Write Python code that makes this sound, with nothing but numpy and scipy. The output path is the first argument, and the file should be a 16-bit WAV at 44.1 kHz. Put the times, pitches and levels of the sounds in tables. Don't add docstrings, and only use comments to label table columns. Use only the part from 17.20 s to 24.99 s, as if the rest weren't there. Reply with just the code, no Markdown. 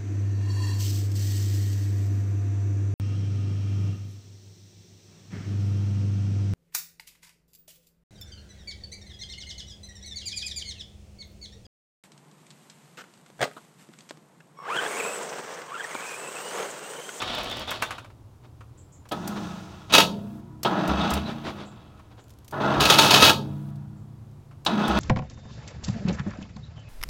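import sys
import numpy as np
from scipy import signal
from scipy.io import wavfile
from scipy.ndimage import uniform_filter1d

SR = 44100
rng = np.random.default_rng(int(sys.argv[2]) if len(sys.argv) > 2 else 0)


def store_wav(level_fs):
    pcm = np.round(np.clip(np.atleast_2d(level_fs), -1, 1) * 32767)
    wavfile.write(sys.argv[1], SR, pcm.T.astype(np.int16))


N = 343523
TIME = np.arange(N) / SR
HZ = np.fft.rfftfreq(16384, 1 / SR)
TURNS_PER_S = 50

# start and length in seconds; relative levels in dB of gear whirr,
# brush rasp, low drone and upper drone; drop of whirr and rasp on release in dB; rasp fade and
# upper drone ring-out in dB per second.
TRIES = [(1.91, 0.33, -41, -53.5, -43, -33.5, 2.5, 18.5, 36),
         (2.695, .114, -38, -36, -37, -27.5, 12.5, 66, 30),
         (3.458, .52, -30, -43.5, -38, -26.5, 11, 27.5, 38),
         (5.322, .08, -32, -52, -35.5, -38, 6, 38.5, 31.5),
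         (5.399, .71, -25.5, -40.5, -29.5, -30.5, 25, 47.5, 24),
         (7.461, 0.36, -28.5, -40.5, -36.5, -24, 10, 29, 36.5)]
# start in seconds, peak in dB, centre pitch in Hz,
# length in seconds.
COMPRESSIONS = [(3.685, -27, 71, 0.21), (3.917, -26.5, 75, 0.16), (5.568, -30.5, 69, 0.18),
                (7.684, -26.5, 69, 0.66)]


def amp(db):
    return 10 ** (np.asarray(db) / 20)


def unit(x):
    return x / np.sqrt(np.mean(x ** 2) + 1e-20)


def wobble(smoothing, n=N):
    return unit(uniform_filter1d(rng.standard_normal(n), size=smoothing))


def curve(points, hz=HZ):
    f, value = np.transpose(points)
    return np.interp(np.log(hz + 1), np.log(f + 1), value)


def add(mix, s, sound):
    part = mix[max(round(s * SR), 0):][:len(sound)]
    part += sound[:len(part)]


def envelope(start, length, db, rise_s, climb, fall, drop_db=0, release_s=0.018):
    held = np.clip(TIME - start, 0, length)
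    after = np.maximum(TIME - start - length, 0)
    dropped_db = drop_db * (1 - np.exp(-after / release_s))
    return (1 - np.exp(-held / rise_s)) * amp(db + climb * held - fall * after - dropped_db)


def colour(x, db):
    log_gain = np.log(amp(np.maximum(db - db.max(), -100)))
    mirrored = np.concatenate([log_gain, log_gain[-2:0:-1]])
    response = np.fft.ifft(np.exp(np.conj(signal.hilbert(mirrored)))).real[:len(HZ) // 2]
    return signal.oaconvolve(x, response / np.linalg.norm(response))[:N]


def iron(x, eq, ring_db, thicket_db=-5, thicket_t60=0.082):
    # pitch in Hz, width in Hz, relative level in dB.
    modes = [(363, 30, -3), (550, 30, -7), (680, 35, -2), (888, 40, 2.5), (985, 40, -3), (1284, 40, 6),
             (1828, 26, -3), (2550, 44, -2), (3280, 65, 0), (3476, 45, -1), (3765, 50, -4), (3875, 80, -3),
             (4212, 70, -3), (4700, 100, -5)]
    peaks = sum(amp(db + ring_db) ** 2 / (1 + (2 * (HZ - hz) / width) ** 2) for hz, width, db in modes)
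    thicket = rng.standard_normal(SR // 5) * amp(-60 * TIME[:SR // 5] / thicket_t60)
    rung = x + amp(thicket_db) * signal.oaconvolve(x, thicket / np.linalg.norm(thicket))[:N]
    return colour(rung, curve(eq) + 10 * np.log10(1 + peaks)) / np.hypot(1, amp(thicket_db))


def grit(per_s, spread_db, smooth):
    clicks = (rng.random(N) < per_s / SR) * rng.choice([-1., 1.], N)
    sizes = amp(spread_db * np.minimum(rng.exponential(1, N), 3))
    return unit(unit(clicks * sizes) + smooth * rng.standard_normal(N))


def blows(hits, rise_s, decay_s):
    out, t = np.zeros(N), TIME[:SR // 5]
    shape = (1 - np.exp(-t / rise_s)) * np.exp(-t / decay_s)
    for s, db in hits:
        add(out, s, amp(db) * shape / shape.max() * rng.standard_normal(len(t)))
    return out


def switched_on(tries, hang_s=0):
    return np.any([(TIME > s) & (TIME < s + length + hang_s) for s, length, *_ in tries], axis=0)


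def background():
    # frequency in Hz, relative level in dB.
    air_eq = [(25, -16.5), (115, 3), (165, -14), (300, -14.5), (600, -24), (1000, -25), (1800, -37),
              (7000, -43), (16000, -50)]
    rumble_eq = [(25, -24), (62, -4.5), (105, -1), (170, -20.5), (400, -61)]
    air, rumble, hiss = rng.standard_normal((3, N))
    hiss_gate = uniform_filter1d(switched_on(TRIES[1:], hang_s=0.4).astype(float), size=220)
    bed = amp(-49.5) * colour(air, curve(air_eq)) + amp(-59) * colour(rumble, curve(rumble_eq))
    return bed + amp(-66) * hiss * hiss_gate


def lever(ring_hz=3524, ring_half_width_hz=210, catches_per_s=5.8, first_catch_s=0.15, catch_db=9):
    # start and length in seconds, relative level in dB, sag in dB per second.
    strokes = [(0, 0.43, -31.5, 11.5), (0.478, 0.27, -35.5, 40.5)]
    # frequency in Hz, relative level in dB.
    scrape_eq = [(18, -41), (30, -3), (112, -8), (227, -5.5), (374, -4), (702, -3.5), (2120, -9),
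                 (3490, -5), (7670, -27.5), (12300, -40), (16000, -39)]
    # midpoint in seconds, relative level in dB, length in seconds.
    rubs = [(1.25, -56.5, 0.056), (1.583, -70, 0.15), (2.172, -39, 0.046), (4.099, -38.5, 0.12),
            (4.279, -35.5, 0.12), (4.41, -44, 0.15), (4.919, -56.5, 0.04), (4.992, -54, 0.06)]
    slips = amp(1.96 * wobble(900))
    push = sum(envelope(s, length, db, rise_s=0.0013, climb=-sag, fall=170)
               for s, length, db, sag in strokes)
    friction = grit(per_s=900, spread_db=-0.5, smooth=0.84) * slips * push
    scrape = iron(friction, scrape_eq, ring_db=-4, thicket_db=-7)
    catches = amp(catch_db * np.cos(2 * np.pi * catches_per_s * (TIME - first_catch_s)))
    resonance_db = -20 * np.log10(1 + ((HZ - ring_hz) / ring_half_width_hz) ** 2)
    ring = colour(rng.standard_normal(N) * push * catches, resonance_db)
    pressure = np.zeros(N)
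    for s, db, length in rubs:
        add(pressure, s - length / 2, amp(db) * signal.windows.hann(int(length * SR)))
    rub_eq = [(150, -5), (300, 1.5), (1100, -2), (2000, -11), (3800, -11.5), (8000, -31.5), (16000, -48.5)]
    rubbing = colour(pressure * grit(per_s=3000, spread_db=2.5, smooth=0.7), curve(rub_eq))
    return amp(-1) * scrape + amp(-11) * ring + amp(3) * rubbing


def bounces(drop_s=0.622, first_hop_s=0.085, hop_share=0.87, first_db=-14.5, loss_db=9):
    return [(drop_s + first_hop_s * sum(hop_share ** j for j in range(k)), first_db - loss_db * k)
            for k in range(5)]


def knocks(body_dynamics=0.646):
    # start in seconds, relative level in dB.
    linkage_hits = [(.018, -21.5), (.474, -32), (.514, -21.5), (1.407, -44.5), (1.854, -47), (4.793, -48),
                    (7.311, -51)]
    # frequency in Hz, relative level in dB.
    clack_eq = [(120, -28), (200, -18), (612, -12.5), (1250, 3), (1980, -7), (2560, -5.5), (3560, -14),
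                (4770, -17.5), (6280, -18), (16000, -35)]
    body_eq = [(150, -11), (350, -5), (1100, 1.5), (2500, -25), (8000, -52)]
    hits = linkage_hits + bounces()
    clack = colour(blows(hits, rise_s=0.0003, decay_s=0.013), curve(clack_eq))
    body_hits = [(s, body_dynamics * db) for s, db in hits]
    body = colour(blows(body_hits, rise_s=0.001, decay_s=0.0082), curve(body_eq))
    return amp(-4.5) * clack + amp(-20.5) * body


def ticks(count=12, gap_s=0.036, spread_db=1.5):
    # start in seconds, relative level in dB.
    singles = [(.506, -27.5), (.621, -27), (1.888, -41), (1.919, -30.5), (2.075, -26), (3.431, -21.5),
               (3.676, -30), (3.904, -23.5), (3.936, -23), (5.103, -47), (5.245, -48), (5.279, -40),
               (5.309, -39.5), (6.556, -53), (7.112, -61), (7.449, -31.5), (7.679, -29.5)]
    # start and length in seconds, relative level in dB.
    rattles = [(0.126, .27, -32.5), (5.021, .19, -50)]
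    # frequency in Hz, relative level in dB.
    tick_eq = [(600, 0), (2000, -5.5), (5000, 1), (7500, -0.5), (10000, -5), (13000, -2), (16000, -7)]
    loose = []
    for s, length, db in rattles:
        delays = gap_s * (np.arange(count) + rng.random(count))
        levels = db + spread_db * rng.standard_normal(count)
        loose += [(s + delay, level) for delay, level in zip(delays, levels) if delay < length]
    clicks = blows(singles, rise_s=0.0014, decay_s=0.0055) + blows(loose, rise_s=0.0006, decay_s=0.0025)
    return amp(-6) * colour(clicks, curve(tick_eq))


def bird():
    # start in seconds, relative level in dB, pitch in Hz.
    chirps = [(1.572, -52, 7560), (1.718, -50.5, 7100), (4.45, -53, 7300), (4.99, -59, 7100),
              (6.759, -67, 7240)]
    out, t = np.zeros(N), TIME[:SR // 6]
    shape = (1 - np.exp(-t / 0.015)) * np.exp(-t / 0.039)
    for s, db, hz in chirps:
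        buzz_hz = 700 * np.exp(-t / 0.09) * wobble(40, len(t))
        add(out, s, amp(db) * shape * np.sin(2 * np.pi * np.cumsum(hz + buzz_hz) / SR))
    return amp(2.5) * out


def armature_turns(coast_s=0.7):
    spin = [(TIME >= s) * np.exp(-np.maximum(TIME - s - length, 0) / coast_s) for s, length, *_ in TRIES]
    return np.cumsum(TURNS_PER_S * np.max(spin, axis=0)) / SR


def starter(rise_s=0.0035, strain_delay_s=0.14, strain_width_s=0.05):
    # frequency in Hz, relative level in dB.
    whirr_eq = [(150, -32.5), (310, -3.5), (420, -9.5), (480, -9), (750, -8), (1450, -10.5), (1750, -16.5),
                (2100, -28), (4000, -56.5)]
    rasp_eq = [(1200, -24.5), (2100, -4.5), (2600, 2), (3700, -2.5), (4800, -10), (6500, -16), (9000, -29),
               (11000, -38), (16000, -45)]
    gears, brushes = np.zeros((2, N))
    for s, length, whirr_db, rasp_db, _, _, drop_db, rasp_fade, _ in TRIES:
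        gear_gain = envelope(s, length, whirr_db, rise_s, climb=1, fall=26, drop_db=drop_db)
        brush_gain = envelope(s, length, rasp_db, rise_s, climb=18, fall=rasp_fade, drop_db=drop_db)
        gears = np.where(TIME < s, gears, gear_gain)
        brushes = np.where(TIME < s, brushes, brush_gain)
    strain = sum(np.exp(-((TIME - s - strain_delay_s) / strain_width_s) ** 2) for s, *_ in COMPRESSIONS)
    strain *= switched_on(TRIES)
    churn_db = 1.3 * wobble(1300)
    turn = np.cos(2 * np.pi * armature_turns())
    gears *= amp(2.5 * strain + churn_db) * (1 + 0.067 * turn)
    brushes *= amp(4 * strain + churn_db) * (1 + 0.24 * turn)
    whirr = iron(grit(per_s=2000, spread_db=3, smooth=0.82) * gears, whirr_eq, ring_db=1.5, thicket_db=-6)
    rasp = iron(grit(per_s=3600, spread_db=3.5, smooth=0.24) * brushes, rasp_eq, ring_db=-0.5)
    free_spin = envelope(*TRIES[0][:2], db=-57.5, rise_s=rise_s, climb=17, fall=29)
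    sizzle_eq = [(2500, -10.5), (6000, -3.5), (9000, -14.5), (10500, -21)]
    sizzle = colour(rng.standard_normal(N) * free_spin, curve(sizzle_eq))
    return amp(1) * whirr + amp(-1) * rasp + sizzle


def boom(modes, evenness, free_waver=0.3, frame_hz=500):
    waver_clock = frame_hz * (1 + np.cumsum(np.where(switched_on(TRIES), 1, free_waver)) / SR)
    frames, ring = np.arange(frame_hz * (N // SR + 2)), np.zeros(N)
    for hz, width, db in modes:
        pole = np.exp(-2 * np.pi * width / frame_hz)
        shake = rng.standard_normal(len(frames)) + 1j * rng.standard_normal(len(frames))
        drift = signal.lfilter([1], [1, -2 * pole, pole * pole], shake)
        tone = np.interp(waver_clock, frames, drift) * np.exp(2j * np.pi * hz * TIME)
        ring += amp(db) * unit(tone.real)
    power = uniform_filter1d(uniform_filter1d(ring ** 2, size=3000), size=3000)
    return unit(ring / power ** (evenness / 2))


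def casing(rise_s=0.03, low_fade_share=0.66):
    # pitch in Hz, width in Hz, relative level in dB.
    low_modes = [(93.2, 14, -11.5), (111.9, 6.9, -8.5), (142.8, 6.7, 0)]
    upper_modes = [(177.5, 5.4, -6.5), (204.1, 6.5, -0.5), (229.4, 9.8, -5.5), (307.5, 11, -8),
                   (357, 14, -14), (684, 4.9, -19.5), (934, 8, -23.5), (977, 5.4, -23.5)]
    low_gain, upper_gain = np.zeros((2, N))
    for s, length, _, _, low_db, upper_db, _, _, ring_out in TRIES:
        low_swell = envelope(s, length, low_db, rise_s, climb=0, fall=low_fade_share * ring_out)
        upper_swell = envelope(s, length, upper_db, rise_s, climb=0, fall=ring_out, drop_db=1.5)
        low_gain = np.maximum(low_gain, low_swell)
        upper_gain = np.maximum(upper_gain, upper_swell)
    low = boom(low_modes, evenness=0.64) * low_gain
    upper = boom(upper_modes, evenness=0.43) * upper_gain
    return amp(-1.7) * low + amp(-1.3) * upper


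def clunks(shelf_hz=2200):
    # start in seconds, relative level in dB, decay in seconds, treble shelf in dB.
    throws = [(1.912, -26.5, 0.0093, -10), (3.447, -18, 0.0086, -7.5), (5.333, -41, .012, -14.5),
              (5.405, -30, 0.012, -13.5), (7.462, -17, 0.0043, 11)]
    # frequency in Hz, relative level in dB.
    clunk_eq = [(71, -38), (120, -6), (300, -2.5), (546, -6), (684, 0.5), (1160, -4), (1290, -6),
                (1430, -19), (1650, -6), (1940, -19), (3590, -6.5), (5520, -22), (16000, -55)]
    out = np.zeros(N)
    for s, db, decay_s, treble_db in throws:
        tilted = [(hz, level + treble_db * hz ** 2 / (hz ** 2 + shelf_hz ** 2)) for hz, level in clunk_eq]
        out += iron(blows([(s, db)], rise_s=0.033, decay_s=decay_s), tilted, ring_db=3, thicket_db=-16.5)
    return amp(1.5) * out


def grind(teeth=11, jitter=0.25, bite=0.25, surges_per_s=9.3, surge_db=2.5, surge_delay_s=0.022):
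    # start and length in seconds, relative level in dB, climb in dB per second.
    skids = [(2.721, 0.095, -20, 4.5), (5.598, 0.499, -23, 18.5)]
    # start in seconds, relative level in dB.
    slam_hits = [(2.737, 1), (2.748, 1), (2.762, -6.5), (2.78, 2), (2.801, -2), (5.605, -6.5), (5.653, -5),
                 (5.699, 1.5), (5.785, 2.5), (5.793, -3.5), (5.907, -0.5), (5.939, -1.5), (6.022, 1.5),
                 (6.094, -3)]
    # frequency in Hz, relative level in dB.
    grind_eq = [(20, -43), (40, -26.5), (80, -10), (140, -6), (340, -3), (600, -0.5), (1000, -2.5),
                (1400, -4.5), (1800, -5.5), (2200, -9), (2550, 0.5), (3700, -2), (4900, -5.5), (6500, -9),
                (7600, -17), (16000, -20.5)]
    teeth_passed = np.cumsum(teeth * TURNS_PER_S * (1 + jitter * wobble(300))) / SR
    tooth_force = amp(2.4 * rng.standard_normal(N))[teeth_passed.astype(int) % N]
    chatter = unit(tooth_force * np.exp(-(teeth_passed % 1) / bite) * rng.standard_normal(N))
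    pressure = np.zeros(N)
    for s, length, db, climb in skids:
        surge = amp(surge_db * np.cos(2 * np.pi * surges_per_s * (TIME - s - surge_delay_s)))
        pressure += surge * envelope(s, length, db, rise_s=0.0046, climb=climb, fall=521.5)
    slams = blows(slam_hits, rise_s=0.0023, decay_s=0.0062)
    return iron(chatter * pressure + amp(-9) * slams, grind_eq, ring_db=5, thicket_db=-7)


def thuds(glide=0.073):
    out = np.zeros(N)
    for s, db, hz, length in COMPRESSIONS:
        progress = np.linspace(0, 1, int(length * SR))
        swell = np.sin(np.pi * progress ** 0.39)
        cycles = hz * length * (progress + glide * (progress ** 2 - progress))
        add(out, s, amp(db) * swell * np.sin(2 * np.pi * cycles))
    return out


def squeals(length_s=0.056, waver_hz=110):
    # start in seconds, relative level in dB, pitch in Hz.
    notes = [(3.79, -37, 3620), (4.04, -46, 3950), (7.625, -39.5, 3530)]
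    out, n = np.zeros(N), int(length_s * SR)
    for s, db, hz in notes:
        pitch = hz + waver_hz * wobble(90, n)
        add(out, s, amp(db) * signal.windows.hann(n) * np.sin(2 * np.pi * np.cumsum(pitch) / SR))
    return amp(6.5) * out


def walls(x, echoes_per_s=3000, predelay_s=0.006):
    # frequency in Hz, seconds to fade by 60 dB.
    decay_times = [(100, .9), (330, 0.82), (900, 0.37), (2000, 0.16), (3500, 0.27), (16000, 0.23)]
    taps = rng.choice([-1., 1.], SR) * (rng.random(SR) < echoes_per_s / SR) * (TIME[:SR] > predelay_s)
    hz, t, bands = signal.stft(taps, SR, nperseg=256)
    fade = amp(-60 * t / curve(decay_times, hz)[:, None])
    tail = signal.istft(bands * fade, SR, nperseg=256)[1]
    return signal.oaconvolve(x, tail / np.linalg.norm(tail))[:N]


def scene():
    metal = lever() + knocks() + grind() + clunks() + ticks() + squeals()
    return (metal + amp(-11) * walls(metal) + starter() + casing() + thuds() + bird() + background())[None]


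def record(dry):
    ceiling, cutoff_hz = 1.05, 16100
    rounded = ceiling * np.tanh(dry / ceiling)
    low_pass = signal.firwin(511, cutoff_hz, window=("kaiser", 9), fs=SR)
    return signal.oaconvolve(rounded, low_pass[None], "same")


dry = scene()
out = record(dry)
store_wav(out)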